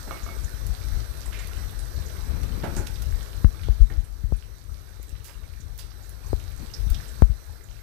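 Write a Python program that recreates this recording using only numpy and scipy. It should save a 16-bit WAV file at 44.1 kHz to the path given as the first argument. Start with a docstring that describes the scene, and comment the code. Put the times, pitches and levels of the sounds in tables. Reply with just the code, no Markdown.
"""Thick tomato stew simmers in a steel pan, a fine sizzle of tiny ringing bubbles from beginning to end.
Cookware knocks at once, and again from 2.6 s to 3.9 s, as dull body resonances with a brief ring of steel.
Bubbles burst as decaying puffs of filtered noise and droplets spit as bright clicks, in a small kitchen.
A hand covers the left microphone port: that side is muffled, rumbles, and thumps from 0.7 s on; skin slides
over it at 2.2 s and 6.6 s. The hardest thumps, from 3.4 s on, make the gain control turn both sides down."""
import sys
import numpy as np
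from scipy import signal
from scipy.fft import rfft, irfft, next_fast_len
from scipy.io import wavfile
from scipy.ndimage import uniform_filter1d, minimum_filter1d, map_coordinates

SR = 44100
rng = np.random.default_rng(int(sys.argv[2]) if len(sys.argv) > 2 else 0)


def put_to_file(sound):
    """Save the sound as 16-bit audio at rate SR, in the file named by the first command-line argument."""
    columns = np.atleast_2d(sound).T  # one column per channel
    safe = np.clip(columns, -1, 1)
    whole_steps = np.round(safe * 32767)
    wavfile.write(sys.argv[1], SR, whole_steps.astype(np.int16))


N = 344862
TIME = np.arange(N) / SR  # s
AGE = TIME[:SR // 3]  # s since the onset of a single event

# strength of the simmer: (t/s, relative level/dB)
SIMMER_LEVEL = [(0, -40.5), (1.5, -41.5), (3.3, -42), (4.2, -47), (6.2, -46), (7, -42.5), (7.8, -45.5)]
# pushes of the finger on the port: (t/s, level/dB, rise/s)
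FINGER_THUMPS = [(.691, -17.5, 0.0023), (.912, -9, 0.015), (3.119, -10, 0.011), (3.445, 1, 0.0013),
                 (3.6892, -3.5, 0.0069), (3.7984, 13, 0.028), (3.971, -3.5, 0.011), (4.237, -7, 0.0055),
                 (4.3231, -7.5, 0.00044), (5.688, -14, 0.015), (6.3314, -10, 0.0035), (6.867, -14, .0022),
                 (6.898, -4, 0.015), (7.2219, 3.5, 0.00027), (7.296, -5.5, .0046)]


def sizzle():
    """Superposition: countless tiny bubbles merge to a hiss; the nearest stand out as crackle and blips."""
    # spectral envelope of the hiss: (f/Hz, relative level/dB)
    envelope = [(25, -14), (70, 4), (200, -1), (420, 4), (950, -4.5), (1550, 0), (3000, -15.5),
                (4000, -3.5), (5200, -9), (7100, -14), (10000, -12), (13500, -11), (14600, -12.5),
                (15500, -30)]
    # resonance peaks upon it: (f/Hz, width/Hz, boost/dB)
    peaks = [(5910, 540, 7.5), (8210, 490, 8.5), (12330, 190, 7.5), (12600, 180, 4), (13100, 180, 5)]

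    def colour(hz):
        """Lorentzian resonances raise a smooth spectral envelope."""
        boost_db = sum(db / (1 + (2 * (hz - centre) / width) ** 2) for centre, width, db in peaks)
        return amp(along(envelope, hz) + boost_db)

    surge = amp(0.65 * wobble(14))
    hiss = patchy(noise(colour), depth_db=2.0) * surge
    crackle = tiny_bubbles(count=5000, centre_hz=7090, spread=0.56, cycles=1.4, scatter_db=6.5)
    blips = tiny_bubbles(count=1100, centre_hz=2580, spread=0.63, cycles=5.9, scatter_db=5.5)
    near = amp(-12.0) * crackle * amp(2.25 * wobble(16)) + amp(-16.5) * blips
    return amp(curve(SIMMER_LEVEL)) * (amp(-1.5) * hiss + near + amp(-4.5) * room(near))


def patchy(x, depth_db):
    """Time-frequency modulation: clusters of like-sized bubbles swell and fade as small patches of pitch."""
    spectrum = signal.stft(x, nperseg=1024)[2]
    field = rng.standard_normal(spectrum.shape)
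    field = uniform_filter1d(field, size=6, axis=0)  # across frequency
    field = uniform_filter1d(field, size=5, axis=1)  # across time
    modulated = signal.istft(spectrum * amp(depth_db * unit(field)), nperseg=1024)[1]
    return unit(modulated[:N])


def tiny_bubbles(count, centre_hz, spread, cycles, scatter_db):
    """Damped oscillators: bubbles at random moments ring for a few cycles, each at its own pitch; rms 1."""
    t = AGE[:SR // 200]
    start = rng.integers(0, N, (count, 1))
    hz = np.clip(centre_hz * np.exp(spread * rng.standard_normal((count, 1))), None, SR / 2.5)
    size = amp(scatter_db * np.minimum(rng.exponential(size=(count, 1)), 4))
    rings = size * np.sin(2 * np.pi * hz * t) * np.exp(-hz * t / cycles)
    positions = start + np.arange(len(t))
    return unit(np.bincount(positions.ravel(), rings.ravel(), N)[:N])


def bursts():
    """Cavity resonance: steam puffs through a torn, flapping skin; a narrower resonance rings more."""
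    # the big bursting bubbles: (t/s, relative level/dB, centre f/Hz, width/octaves, t60/s)
    big_bubbles = [(.168, -38, 1890, .6, 0.11), (1.257, -35, 8260, 0.22, 0.076),
                   (1.323, -34.5, 2230, 0.55, 0.31), (1.385, -38, 2040, 0.7, 0.38),
                   (2.431, -34.5, 3500, 1.5, 0.043), (2.763, -30.5, 6900, .44, 0.17),
                   (2.867, -29, 3700, 1.2, .047), (2.957, -37.5, 3570, 0.48, 0.061),
                   (3.02, -30, 6000, 5.1, 0.042), (3.63, -42.5, 3400, .5, .27),
                   (3.899, -37, 1790, 0.34, .13), (5.242, -34.5, 7060, 1.6, 0.3),
                   (5.283, -36, 1050, 1.6, 0.17), (5.787, -32, 4460, 2, .17),
                   (5.79, -35.5, 4900, 0.059, .13), (6.737, -27, 5180, 0.18, 0.052),
                   (6.9445, -28.5, 3500, .3, .045), (6.9447, -31.5, 5300, .33, 0.039)]
    out = np.zeros(N)
    for s, db, centre_hz, width, t60 in big_bubbles + small_bursts():
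        puff = noise(lambda hz: 1 / (1 + (np.log2((hz + 1) / centre_hz) / width) ** 2), size=len(AGE))
        ring = noise(lambda hz: 1 / (1 + ((hz / centre_hz - 1) / 0.065) ** 2), size=len(AGE))
        ring = ring * np.exp(-width / 0.41)
        onset = 1 - np.exp(-AGE / (0.01 * t60))
        add(out, s, amp(db - 1.0) * unit(puff + ring) * fade(t60) * onset)
    flutter = amp(1.8 * wobble(400))
    return out * flutter


def small_bursts():
    """Poisson process: small bubbles come at random, as strong as the simmer; rows as for the big ones."""
    luck = rng.standard_normal((80, 2))
    rows = []
    for s, (loud, high) in zip(chance_times(per_s=3), luck):
        simmer_db = np.interp(s, *np.transpose(SIMMER_LEVEL))
        level_db = simmer_db + 2 + 2 * loud  # a little over the simmer, and scattered
        centre_hz = 6470 * 2 ** (0.45 * high)  # spread in octaves around one pitch
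        rows.append((s, level_db, centre_hz, 0.28, 0.11))
    return rows


def spits():
    """Impulsive source: a droplet snaps with one very short, bright click and a little spray."""
    # spitting droplets: (t/s, relative level/dB)
    droplets = [(0.667, -28), (1.473, -29), (1.5304, -45), (1.7105, -37), (3.019, -35), (5.0295, -29),
                (5.094, -33), (5.7788, -25.5), (6.094, -29), (6.2866, -38.5), (6.9019, -23)]
    out = np.zeros(N)
    for s, db in droplets:
        snap_hz = 10500 * np.exp(0.17 * rng.standard_normal())
        snap = np.sin(2 * np.pi * snap_hz * AGE) * fade(0.0008)
        spray = noise(lambda hz: hz / (hz + 6000), size=len(AGE)) * fade(0.1)
        add(out, s, amp(db + 11) * (snap + amp(-23.5) * spray))
    return out


def knocks():
    """Modal vibration: cookware bumps with a dull clatter in broad resonances and a brief ring of steel."""
    # cookware knocks: (t/s, dull body relative level/dB, steel ring relative level/dB, clatter t60/s)
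    bumps = [(.072, -36.5, -55, 0.23), (0.1096, -32.5, -27.5, .2), (.264, -41, -35, .15),
             (.289, -40, -34.5, 0.26), (2.6325, -22.5, -49, .18), (2.764, -28.5, -53, 0.25),
             (3.546, -43, -45, 0.17), (3.9, -38.5, -48, 0.32)]
    # broad body resonances: (f/Hz, width/Hz, relative level/dB)
    body_modes = [(216, 230, -2), (396, 99, 1.5), (567, 120, -5), (844, 147, -5), (1390, 380, -12.5),
                  (1720, 220, -10), (1980, 360, -18)]
    # steel modes: (f/Hz, mean relative level/dB, t60/s)
    steel_modes = [(678, -11.5, 0.22), (1200, -0.5, 0.047), (1294, 2.5, 0.025), (2200, -11, 0.23),
                   (3410, -19, 0.11)]

    def body(f):
        """Second-order resonances summed with alternating sign."""
        return sum((-1) ** k * amp(db) * 1j * f * width / (centre ** 2 - f ** 2 + 1j * f * width)
                   for k, (centre, width, db) in enumerate(body_modes))

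    out = np.zeros(N)
    for s, body_db, ring_db, t60 in bumps:
        clatter = noise(body, size=len(AGE)) * fade(t60) * (1 - np.exp(-AGE / 0.0044))
        ring = np.zeros(len(AGE))
        for hz, db, life in steel_modes:
            strength = amp(db + rng.normal(0, 1.5))  # each knock excites the modes differently
            ring += strength * np.sin(2 * np.pi * hz * AGE) * fade(life)
        add(out, s, amp(body_db + 1.5) * clatter + amp(ring_db) * ring)
    return out


def hand():
    """Contact noise: the grip trembles, more so around each bump, and twice skin slides across the port."""
    # rumble of the resting hand: (t/s, relative level/dB)
    grip = [(0, -32.5), (.7, -28.5), (1.2, -29.5), (2.3, -26), (4.6, -32), (7.8, -31)]
    # rumble spectrum: (f/Hz, relative level/dB)
    rumble_spectrum = [(15, -23), (30, -7.5), (48, 3), (75, -2.5), (110, -10.5), (170, -24.5), (250, -31.5),
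                       (500, -41.5), (1000, -54), (3000, -82)]
    # sliding skin spectrum: (f/Hz, relative level/dB)
    skin_spectrum = [(60, 2), (170, 3), (400, -10.5), (800, -21.5), (2500, -27), (4500, -49), (8000, -70)]
    # slides of the finger: (start t/s, length/s, relative level/dB)
    slides = [(2.23, 0.63, -33), (6.589, 0.07, -37)]
    unrest_s = 0.079  # the hand is restless for a moment around each bump
    unrest = np.max([np.exp(-((TIME - s) / unrest_s) ** 2) for s, *_ in FINGER_THUMPS], axis=0)
    rumble_db = curve(grip) + 5.5 * unrest + 2.4 * wobble(14)
    rumble = amp(rumble_db) * noise(lambda hz: amp(along(rumble_spectrum, hz)))
    sliding = sum(amp(db) * stroke(start, length) for start, length, db in slides)
    slide = sliding * amp(1.4 * wobble(90)) * noise(lambda hz: amp(along(skin_spectrum, hz)))
    return rumble + slide + thumps() + clicks()


def thumps():
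    """Transient response: a push on the sealed port rings the microphone's low-cut at a sinking pitch."""
    out = np.zeros(N)
    start_hz, end_hz, sink_s = 112.7, 39.3, 0.0094
    cycles = np.cumsum(end_hz + (start_hz - end_hz) * np.exp(-AGE / sink_s)) / SR
    swing = np.cos(2 * np.pi * cycles) * np.exp(-(AGE / 0.033) ** 2)
    nudges = [(s, -24, 0.0012) for s in chance_times(per_s=3)]  # slight pushes between the bumps
    for s, db, rise in FINGER_THUMPS + nudges:
        edge = np.exp(-rise / 0.0016) * 0.13  # the quickest touches start with a hard step
        press = 1 - (1 - edge) * np.exp(-(AGE / rise) ** 2)
        add(out, s, amp(db) * swing * press)
    return out


def clicks():
    """Damped resonance: a quick touch also clicks, a few cycles of the case around the microphone."""
    # clicks of the fingertip: (t/s, relative level/dB, f/Hz)
    touches = [(3.4459, -9, 1200), (3.686, -11.5, 400), (4.3231, -19, 373), (4.998, -26, 380),
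               (6.3312, -4, 376), (7.2218, -24, 410)]
    out = np.zeros(N)
    for s, db, hz in touches:
        ring = np.sin(2 * np.pi * hz * AGE) * fade(3.34 / hz)  # 3.34 cycles until it has died away
        add(out, s, amp(db + 2.0) * ring * (1 - np.exp(-AGE / 0.00029)))
    return out


def stroke(start, length):
    """Kinematics of a slide: its speed, 0-1, picks up, holds and stops."""
    ramp_s = 0.13 * length
    return np.clip(np.minimum(TIME - start, start + length - TIME) / ramp_s, 0, 1)


def room(x):
    """Diffuse reverberation of the kitchen: noise decays exponentially, the treble soonest."""
    # reverberation time: (f/Hz, t60/s)
    kitchen = [(200, 0.45), (2000, 0.54), (6000, 0.2), (15000, 0.087)]
    hz, t, spectrum = signal.stft(rng.standard_normal(SR // 2), SR, nperseg=256)
    decay = np.exp(-np.log(1000) * t / along(kitchen, hz)[:, None])
    tail = signal.istft(spectrum * decay, SR, nperseg=256)[1]
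    response = np.pad(tail / np.linalg.norm(tail), (SR // 250, 0))  # 4 ms late
    return signal.fftconvolve(x, response)[:N]


def amp(db):
    """Logarithmic level: decibels to gain."""
    return 10 ** (np.asarray(db) / 20)


def unit(x):
    """Normalisation by mean power: scale to rms 1."""
    return x / np.sqrt(np.mean(x ** 2) + 1e-20)


def along(points, hz):
    """Interpolation of (f/Hz, value) points on a logarithmic frequency axis."""
    f, v = np.transpose(points)
    return np.interp(np.log(hz + 1), np.log(f + 1), v)


def curve(rows):
    """Linear interpolation of (t/s, value) rows, one value per sample."""
    return np.interp(TIME, *np.transpose(rows))


def wobble(rate):
    """Slow random modulation: a smooth curve through rate random knots a second."""
    return map_coordinates(rng.standard_normal(int(N * rate / SR) + 4), [TIME * rate])


def chance_times(per_s):
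    """Poisson process: random moments, per_s a second on average."""
    gaps = rng.exponential(size=80) / per_s
    times = np.cumsum(gaps)
    return times[times < N / SR]


def filtered(x, response):
    """Linear filtering: the spectrum of x times a response of frequency."""
    n = x.shape[-1]
    m = next_fast_len(n + SR // 10)
    return irfft(rfft(x, m) * response(np.fft.rfftfreq(m, 1 / SR)), m)[..., :n]


def noise(response, size=N):
    """Spectral shaping: white noise coloured by a response, rms 1."""
    return unit(filtered(rng.standard_normal(size), response))


def add(track, s, sound):
    """Superposition: mix a sound in at time s."""
    part = track[max(round(s * SR), 0):][:len(sound)]
    part += sound[:len(part)]


def fade(t60):
    """Exponential decay by 60 dB in t60 seconds."""
    return np.exp(-np.log(1000) * AGE / t60)


def scene():
    """Transmission: the right port hears the stove openly, the left through the finger with the hand's noise."""
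    # transmission through the finger: (f/Hz, gain/dB)
    finger = [(100, 5.5), (500, -10), (1500, -9.5), (3000, -12), (5800, -19), (7500, -40), (8800, -29),
              (10000, -15), (13000, -8.5), (15500, -20)]
    events = bursts() + spits() + knocks()
    open_port = sizzle() + events + amp(-9) * room(events)
    behind_finger = sizzle() + amp(-6.5) * events + amp(-7.5) * room(events)
    covered_port = filtered(behind_finger, lambda hz: amp(along(finger, hz)))
    handling = hand()
    return np.array([covered_port + handling, open_port + amp(-43) * handling])  # left, right


def gain_control(x, ceiling_db, hold, recovery_db):
    """Peak limiting: both channels drop at once; the gain waits hold s, then creeps up recovery_db a second."""
    needed = np.minimum(ceiling_db - 20 * np.log10(np.abs(x).max(axis=0) + 1e-9), 0)
    half = int(hold * SR / 2)
    held = minimum_filter1d(needed, 2 * half + 1, origin=half, mode="constant")  # looks back only
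    gain_db = np.minimum.accumulate(held - recovery_db * TIME) + recovery_db * TIME
    return x * amp(uniform_filter1d(gain_db, SR // 1000))  # smoothed over 1 ms


def record(dry):
    """Limiting in level and band: gain control on both channels, then a sharp low-pass."""
    levelled = gain_control(dry, ceiling_db=-0.4, hold=2.0, recovery_db=5.2)
    return filtered(levelled, lambda hz: hz < 15600)


dry = scene()
out = record(dry)
put_to_file(out)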